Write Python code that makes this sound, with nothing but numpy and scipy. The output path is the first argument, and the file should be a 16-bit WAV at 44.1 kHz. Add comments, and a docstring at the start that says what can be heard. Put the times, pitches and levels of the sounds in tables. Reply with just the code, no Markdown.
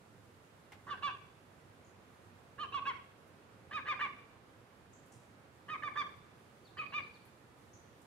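"""A gull yelps in runs of two or three short cries as two gulls wrestle on an asphalt lot below a balcony.
Each cry is a stack of sine lines that starts hoarse, breaks into a clean note and frays as it sinks.
Walls and fences throw it back as smeared echoes and a fading tail of noise. Small birds whistle and chip
with sliding sines, wings slap and rustle as puffs of noise, and a beak knocks as a few ringing sines.
Under it all, shaped noise makes distant traffic hum and leaves hiss."""
import sys
import numpy as np
from scipy import signal
from scipy.fft import rfft, irfft, next_fast_len
from scipy.io import wavfile
from scipy.ndimage import uniform_filter1d, map_coordinates

SR = 44100
rng = np.random.default_rng(int(sys.argv[2]) if len(sys.argv) > 2 else 0)


def dump_mix(stems):
    """Bounce the given channels to the path in sys.argv[1] as a 16-bit WAV at rate SR."""
    frames = np.atleast_2d(stems).T  # one column per channel
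    limited = np.clip(frames, -1, 1)  # hard clip at full scale
    pcm = np.round(limited * 32767).astype(np.int16)
    wavfile.write(sys.argv[1], SR, pcm)


N = 355446  # samples in the scene

# Far traffic and leaves over time: t/s, traffic level/dB, leaves level/dB (both before small random drifts)
TOWN_LEVELS = [(0.0, -61, -74.5), (3.72, -59.5, -77), (8.06, -60.5, -74.5)]
# Tone colour of the traffic, only the shape counts: f/Hz, density level/dB per Hz
TRAFFIC_COLOUR = [(15, -57), (25, -24.5), (53, -14.5), (73, -6.5), (97, 1), (172, -5.5), (528, -8),
                  (592, -10.5), (1290, -13), (2570, -21), (6000, -35), (7800, -72), (13200, -120)]
# Tone colour of the leaves, only the shape counts: f/Hz, density level/dB per Hz
LEAF_COLOUR = [(2060, -19), (3500, -4.5), (5870, -7.5), (6480, -5), (10300, -7.5), (15500, -16)]
# How alike the town is on left and right, before TOWN_BALANCE: f/Hz, likeness/0-1
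TOWN_LIKENESS = [(60, 0.84), (180, 0.99), (350, 0.79), (700, 0.3), (1400, 0.025)]
# Left and right balance of the town: f/Hz, left minus right level/dB, left leads by phase/rad
TOWN_BALANCE = [(45, -16, 0.56), (89, -4.5, 0.57), (178, -4, 0.19), (346, -2.5, 0.28), (1420, -5, 0.027),
                (4520, -1, 0)]
# Wing slaps and rustles: t/s, level before rise and decay/dB rms, centre f/Hz, width/octaves,
# rise time/s, time to fall 60 dB/s
WING_PUFFS = [(0.7197, -64, 6000, 1.5, 0.0011, 0.11), (.722, -53.5, 1490, 1.44, 0.0019, 0.15),
              (3.27, -71, 10000, 1, .01, 0.13), (5.051, -73, 8900, .8, 0.015, 0.42),
              (5.116, -66.5, 7100, 0.56, .006, 0.63), (6.163, -72, 9050, 1.3, 0.0037, .1),
              (7.251, -67.5, 11000, .5, .003, 0.1), (7.268, -73, 10700, .5, .003, .1),
              (8.015, -69, 7900, 0.71, .004, 0.14)]
# Ringing modes of the beak's knock: f/Hz, starting level/dB, time to fall 60 dB/s
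PECK_MODES = [(840, -57, 0.079), (2080, -53, 0.054), (2730, -57, 0.045), (7600, -60, 0.011)]
# Gull cries, one a row: start t/s, length/s of the hoarse opening, clean note and sinking end,
# pitch f/Hz at the break, of the note and as it frays,
# level/dB of the note's own line at the break, in the note and as it frays,
# level/dB of the octave (2x) in the note and as it frays, base level/dB of the twelfth (3x),
# level/dB of the 1.5x line at the break and as it frays,
# level/dB of the 2.5x line at the break and in the note, noisy share of the opening/0-1
GULL_CRIES = [ (.866, 0.037, 0.01, 0.041, 1205, 1174, 1080, -50, -39.5, -44.5, -63, -62, -54.5, -51, -44, -63, -51, 1),
              (1.021, .014, 0.021, 0.05, 1150, 1166, 1085, -39.5, -36, -39.5, -44.5, -64, -47.5, -50, -43.5, -44.5, -51, 0.4),
              (2.58, .014, 0.023, 0.041, 1159, 1260, 1140, -45.5, -44, -40.5, -56, -62, -63.5, -47.5, -51.5, -57.5, -47.5, 0.45),
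              (2.718, 0.028, 0.019, 0.035, 1150, 1115, 1044, -36.5, -38.5, -41.5, -52, -60, -52.5, -62, -53.5, -46, -55, 0.2),
              (2.85, 0.023, 0.019, 0.033, 1116, 1103, 980, -36.5, -37, -47, -44.5, -48.5, -48.5, -43, -48.5, -42.5, -67, .35),
              (3.708, 0.027, 0.021, 0.049, 1226, 1272, 1136, -53, -39, -41.5, -43.5, -44.5, -54.5, -45, -44, -54.5, -64, 0.62),
              (3.854, 0.033, 0.017, 0.044, 1218, 1200, 1067, -38.5, -41, -41, -37, -43, -50, -40.5, -45, -52.5, -61, 0.7),
              (3.99, .026, .012, 0.047, 1177, 1200, 1110, -38, -38.5, -39, -37.5, -42, -53, -36.5, -46, -48, -58, 0.7),
              (5.682, 0.0225, 0.0227, 0.0425, 1247, 1260, 1100, -46, -41, -45.5, -48.5, -45.5, -58, -43, -54, -52, -85, 0.44),
              (5.82, .018, 0.027, 0.029, 1223, 1175, 1136, -39.5, -46.5, -39, -47, -43.5, -57, -41.5, -47, -56.5, -75, 0.2),
              (5.952, 0.023, 0.027, 0.032, 1193, 1183, 1105, -37, -37, -39.5, -44, -43.5, -46, -38, -46, -65, -70, 0.52),
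              (6.767, 0.024, 0.0087, 0.043, 1243, 1270, 1186, -50, -43.5, -46, -37.5, -45.5, -66, -48.5, -61, -49.5, -72, 0.84),
              (6.92, .022, 0.023, 0.047, 1157, 1235, 1166, -44.5, -44, -43.5, -37.5, -40.5, -52.5, -50.5, -52, -46.5, -67, 0.5),
              ]
# Further lines that follow another, mostly higher ones (0.5x follows 1.5x): multiple of the note/x, multiple of
# the line it follows/x
UPPER_LINES = [(.5, 1.5), (3.5, 2.5), (4, 3), (4.5, 2.5), (5, 3), (5.5, 2.5), (6, 3)]
# One value for each row of UPPER_LINES: level relative to the line it follows/dB
UPPER_LEVELS = [-24, -13.5, -12, -35, -18.5, -33.5, -28.5]
# Twelfth relative to its base: level/dB at start, break, note, fray and end
TWELFTH_SHAPE = [-18.5, -4.5, 0.5, -6, -21.5]
# Tone colour of the gull's breath, only the shape counts: f/Hz, density level/dB per Hz
BREATH_COLOUR = [(30, -41), (120, -28), (300, -6.5), (700, -8), (1600, -7), (3000, -14), (5000, -15.5),
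                 (9000, -24), (15000, -62)]
# Left and right balance of the gull's direct sound: f/Hz, left minus right level/dB, left leads by phase/rad
GULL_BALANCE = [(150, -11, .4), (403, 13, 0.69), (1170, -9, 0.68), (1710, -1, 0.24), (2410, 0.5, 2.23),
                (3450, 3.5, 0.28), (5100, -2.5, 2.33), (6000, 1.5, 1.26)]
# Single wall echoes: delay t/s, level before each source's own offset/dB, left minus right level/dB
WALL_ECHOES = [(.012, -7, 8.5), (.03, -15, -9), (.05, -11.5, 1), (.076, -13, -5), (.13, -25.5, 1.5)]
# Fading of the yard's tail: f/Hz, time to fall 60 dB/s
YARD_FADE = [(300, 0.93), (1200, 0.66), (2500, 0.79), (5000, 0.99), (10000, 0.25)]
# Falling whistles of a small bird: t/s, length/s, top f/Hz, bottom f/Hz, level before swell and placing/dB rms
BIRD_WHISTLES = [(6.64, .068, 4600, 3050, -70), (6.768, .075, 4800, 2900, -65),
                 (6.89, .05, 4700, 3300, -74), (7.008, .06, 4800, 3400, -67),
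                 (7.125, .065, 4750, 3250, -72)]
# Quick chips of a far bird: t/s, length/s, first f/Hz, last f/Hz, level before swell and echo/dB rms
BIRD_CHIPS = [(1.832, .012, 6960, 6000, -68), (4.92, 0.0046, 7960, 5660, -57),
              (7.719, 0.0098, 5660, 7600, -61.5)]

PECK_S = .7205  # time of the knock, s
FRAY_AT = 0.482  # share of the sinking end after which the half lines are back
START_PITCH, END_PITCH = .88, .89  # ratios: first pitch over that at the break; last over that as it frays
ONSET_DB, END_DB = -12, -13  # note's own line: start relative to the note; end relative to the fray
# Octave: start and break relative to its level in the note; end relative to its fray
OCTAVE_ONSET_DB, OCTAVE_BREAK_DB, OCTAVE_END_DB = -22.5, -5, -12.5
HALF_ONSET_DB, HALF_END_DB = -9, -8.5  # half lines: start relative to the break; end relative to the fray
HUSH_DB, RETURN_DB = -33, 3  # 1.5x relative to the note's line; 2.5x as it frays, over its mean
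TOP_HZ = 15650  # nothing passes above this


def amp(db):
    """Turn decibels into gain."""
    return 10 ** (np.asarray(db) / 20)


def unit(x):
    """Scale x to an rms of 1."""
    return x / np.sqrt(np.mean(x ** 2) + 1e-20)


def along(points, hz):
    """Read a curve of (Hz, value) points on a log frequency axis."""
    f, v = np.transpose(points)
    return np.interp(np.log(hz + 1), np.log(f + 1), v)


def wobble(rate, size=N):
    """Draw a smooth random curve through `rate` random points a second."""
    knots = rng.standard_normal(int(size * rate / SR) + 4)
    return map_coordinates(knots, [np.arange(size) * rate / SR])


def filtered(x, response):
    """Shape x by a gain that depends on frequency."""
    m = next_fast_len(x.shape[-1] + SR // 2)
    spectrum = rfft(x, m) * response(np.fft.rfftfreq(m, 1 / SR))
    return irfft(spectrum, m)[..., :x.shape[-1]]


def sided(x, balance):
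    """Make two microphone ports differ in level and phase by frequency, half the difference each."""
    hz, db, lead = np.transpose(balance)

    def half(f, values):
        return np.outer([.5, -.5], along(np.transpose([hz, values]), f))

    return filtered(x, lambda f: amp(half(f, db)) * np.exp(1j * half(f, lead)))


def add(track, s, sound):
    """Mix a sound into the track at s seconds."""
    part = track[..., round(s * SR):][..., :sound.shape[-1]]
    part += sound[..., :part.shape[-1]]


def yard(x, wall_db, tail_db):
    """A few walls answer, each smeared by its rough face, and a diffuse tail dies at its own rate by frequency."""
    size = SR // 2
    hz, t, z = signal.stft(rng.standard_normal((2, size)), SR, nperseg=256)
    fading = z * amp(-60 * t / along(YARD_FADE, hz)[:, None])
    tail = signal.istft(fading, SR, nperseg=256)[1][:, :size]
    tail = tail * np.clip(np.arange(size) / SR / 0.024, 0, 1)  # scattered sound builds up over 24 ms
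    answer = amp(tail_db) * tail / np.linalg.norm(tail[0])
    for delay, db, side_db in WALL_ECHOES:
        smear = rng.standard_normal((2, 1300)) * amp(-60 * np.arange(1300) / SR / .03)
        gain = amp(wall_db + db + side_db * np.array([[.5], [-.5]]))
        add(answer, delay, gain * smear / np.linalg.norm(smear[0]))
    dull = filtered(answer, lambda f: 1 / np.sqrt(1 + (f / 5000) ** 2))  # leaves and air eat the treble
    echo = signal.fftconvolve(x[None], dull, axes=1)
    flutter = np.array([wobble(120, size=echo.shape[1]) for _ in echo])  # from stirring air and leaves
    return echo * amp(2.5 * flutter)


def rush(colour, patchy_db):
    """Shape stereo noise by a tone colour, with patches of random gain, to an rms of 1."""
    z = signal.stft(rng.standard_normal((2, N)), nperseg=512)[2]
    patches = uniform_filter1d(rng.standard_normal(z.shape[1:]), 6, 0)
    patches = unit(uniform_filter1d(patches, 10, 1))
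    pair = signal.istft(z * amp(patchy_db * patches), nperseg=512)[1][:, :N]

    def shape(hz):
        # More shared noise where the two sides are more alike
        turn = np.arccos(np.clip(along(TOWN_LIKENESS, hz), -1, 1)) / 2
        return amp(along(colour, hz)) * [np.cos(turn), np.sin(turn)]

    mid, side = filtered(pair, shape)
    return unit(sided(np.array([mid + side, mid - side]), TOWN_BALANCE))


def town():
    """Far traffic hums as mostly low noise; leaves hiss as high noise in a light, uneven breeze."""
    s, traffic_db, leaves_db = np.transpose(TOWN_LEVELS)
    t = np.arange(N) / SR
    traffic_gain = amp(np.interp(t, s, traffic_db) + .5 * wobble(3))
    leaves_gain = amp(np.interp(t, s, leaves_db) + .5 * wobble(6) + .5 * wobble(25))
    traffic = traffic_gain * rush(TRAFFIC_COLOUR, patchy_db=.5)
    leaves = leaves_gain * rush(LEAF_COLOUR, patchy_db=.6)
    return traffic + leaves


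def wings():
    """Each slap or rustle is a grainy puff of noise round its centre frequency, quick to rise and then dying."""
    out, t = np.zeros((2, N)), np.arange(SR // 3) / SR
    for s, db, hz, octaves, rise, t60 in WING_PUFFS:
        shared, own = rng.standard_normal(len(t)), rng.standard_normal((2, len(t)))
        puff = unit(filtered(shared + own, lambda f: np.exp(-(np.log2((f + 1) / hz) / octaves) ** 2)))
        grain_db = 1.4 * wobble(300, size=len(t))
        add(out, s, puff * amp(db - 60 * t / t60 + grain_db) * np.clip(t / rise, 0, 1))
    return out


def peck():
    """A beak knocks something hard: a few short modes ring and die, and the walls answer."""
    out, t = np.zeros((2, N)), np.arange(SR // 8) / SR
    ring = 0
    for hz, db, t60 in PECK_MODES:
        fade = amp(db - 60 * t / t60 + 2 * wobble(200, size=len(t)))
        ring = ring + fade * np.sin(2 * np.pi * hz * t)
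    add(out, PECK_S, ring * amp([[-1.5], [1.5]]))  # a little to the right
    add(out, PECK_S, yard(ring, wall_db=0.0, tail_db=-11.0))
    return out


def stages(start, opening, hold, sink, break_hz, note_hz, fray_hz, break_db, note_db, fray_db,
           octave_db, octave_fray_db, twelfth_db, low_db, low_fray_db, high_db, high_note_db):
    """Give time, pitch and levels of the 1, 1.5, 2, 2.5 and 3x lines at start, break, note, fray and end."""
    high_fray_db = (high_db + high_note_db) / 2 + RETURN_DB
    return (start + np.cumsum([0, opening, hold, FRAY_AT * sink, (1 - FRAY_AT) * sink]),
            [START_PITCH * break_hz, break_hz, note_hz, fray_hz, END_PITCH * fray_hz],
            [note_db + ONSET_DB, break_db, note_db, fray_db, fray_db + END_DB],
            [low_db + HALF_ONSET_DB, low_db, note_db + HUSH_DB, low_fray_db, low_fray_db + HALF_END_DB],
            [octave_db + OCTAVE_ONSET_DB, octave_db + OCTAVE_BREAK_DB, octave_db,
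             octave_fray_db, octave_fray_db + OCTAVE_END_DB],
            [high_db + HALF_ONSET_DB, high_db, high_note_db, high_fray_db, high_fray_db + HALF_END_DB],
            twelfth_db + np.array(TWELFTH_SHAPE))


def cry(row, hoarse, jitter=0.003, breath_db=-26, puff_db=-25):
    """A hoarse low opening (lines halfway between overtones) breaks into a clean note that frays as it sinks."""
    s, hz, *line_db = stages(*row)
    steps = np.arange(len(s))
    t = np.arange(s[0], s[-1], 1 / SR)
    place = np.interp(t, s, steps)  # 0 start, 1 break, 2 note, 3 fray, 4 end

    late = np.where(place < 1, place ** 3, place)  # whole overtones leap in at the break
    after_break = (place > 1) & (place < 2)
    early = np.where(after_break, 1 + np.abs(place - 1) ** .5, place)  # half lines die just after it
    level = {}  # dB over time, by multiple of the note
    for k, stage_db in zip([1, 1.5, 2, 2.5, 3], line_db):
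        level[k] = uniform_filter1d(np.interp(early if k % 1 else late, steps, stage_db), 90)
    level.update({k: level[lower] + db for (k, lower), db in zip(UPPER_LINES, UPPER_LEVELS)})

    rough = hoarse * np.interp(place, [0, .9, 1.1, 2.7, 3.3, 4], [1, 1, .03, .03, .35, .8])
    climb = np.where(place < 1, place ** .65, place)  # the pitch climbs fastest at the start
    pitch = uniform_filter1d(np.interp(climb, steps, hz), 400)
    phase = 2 * np.pi * np.cumsum(pitch * (1 + jitter * wobble(158, size=len(t)))) / SR

    voice = 0
    for k, db in level.items():
        # Noisy share of this line: the half lines and the high lines get more
        share = np.clip(rough * (.5 if k == 1 else .9) + .06 * (k % 1 > 0) + .08 * (k > 3.5), 0, 1)
        # Uneven slaps blur the line
        scatter = (wobble(600, size=len(t)) + 1j * wobble(600, size=len(t))) / np.sqrt(2)
        shape = np.sqrt(1 - share) + np.sqrt(share) * scatter
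        turning = np.exp(1j * (k * phase + rng.uniform(0, 2 * np.pi)))
        voice = voice + amp(db) * (shape * turning).imag

    air = unit(filtered(rng.standard_normal(len(t)), lambda f: amp(along(BREATH_COLOUR, f))))
    puffs = 1 + np.cos(phase / 2)  # one puff per pair of slaps
    air = air * puffs * (amp(breath_db) + amp(puff_db) * rough)
    edge = np.clip(np.minimum(t - s[0], s[-1] - t) / 0.005, 0, 1)  # 5 ms fades
    return edge * (np.sqrt(2) * voice + amp(level[1]) * air)


def gull():
    """Every cry arrives direct and again from the walls."""
    out = np.zeros((2, N))
    for *row, hoarse in GULL_CRIES:
        voice = cry(row, hoarse)
        add(out, row[0], sided(voice, GULL_BALANCE))
        add(out, row[0], yard(voice, wall_db=-1.5, tail_db=-14.0))
    return out


def glide(length, hz0, hz1, bend):
    """A slightly fluttering sine holds near hz0, slides, and eases into hz1 as it fades."""
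    u = np.arange(round(length * SR)) / (length * SR)  # 0 to 1 through the note
    slide = u ** bend / (u ** bend + 1.4 * (1 - u) ** bend)
    swell = np.sin(np.pi * u ** 0.81) * amp(3.5 * wobble(116, size=len(u)))
    phase = 2 * np.pi * np.cumsum(hz0 + (hz1 - hz0) * slide) / SR
    return np.sqrt(2) * swell * np.sin(phase)


def songbirds():
    """Sliding sines: whistles from the left, and chips from far off heard only by way of the walls."""
    out = np.zeros((2, N))
    for s, length, hz0, hz1, db in BIRD_WHISTLES:
        note = amp(db) * glide(length, hz0, hz1, bend=1.8)
        add(out, s, note * amp([[2.5], [-2.5]]))
        add(out, s, yard(note, wall_db=-2, tail_db=-3))
    for s, length, hz0, hz1, db in BIRD_CHIPS:
        chip = amp(db) * glide(length, hz0, hz1, bend=1.26)
        add(out, s, yard(chip, wall_db=5.5, tail_db=3))
    return out


def scene():
    """Add up everything that reaches the balcony."""
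    return town() + wings() + peck() + gull() + songbirds()


def record(dry, open_db=-52, lift_db=4.5, bass_hz=750):
    """A noise suppressor holds the bass down until a loud sound opens it; sub-bass and the very top are cut."""
    power = np.abs(uniform_filter1d(np.mean(dry ** 2, axis=0), 1500))
    opening = power ** 2 / (power ** 2 + amp(open_db) ** 4)  # 0 shut, 1 open, half open at open_db
    bass = filtered(dry, lambda hz: 1 / (1 + (hz / bass_hz) ** 8))
    lifted = dry + (amp(lift_db * opening) - 1) * bass
    return filtered(lifted, lambda hz: (hz < TOP_HZ) * hz ** 2 / (hz ** 2 + 30 ** 2))


dry = scene()
out = record(dry)
dump_mix(out)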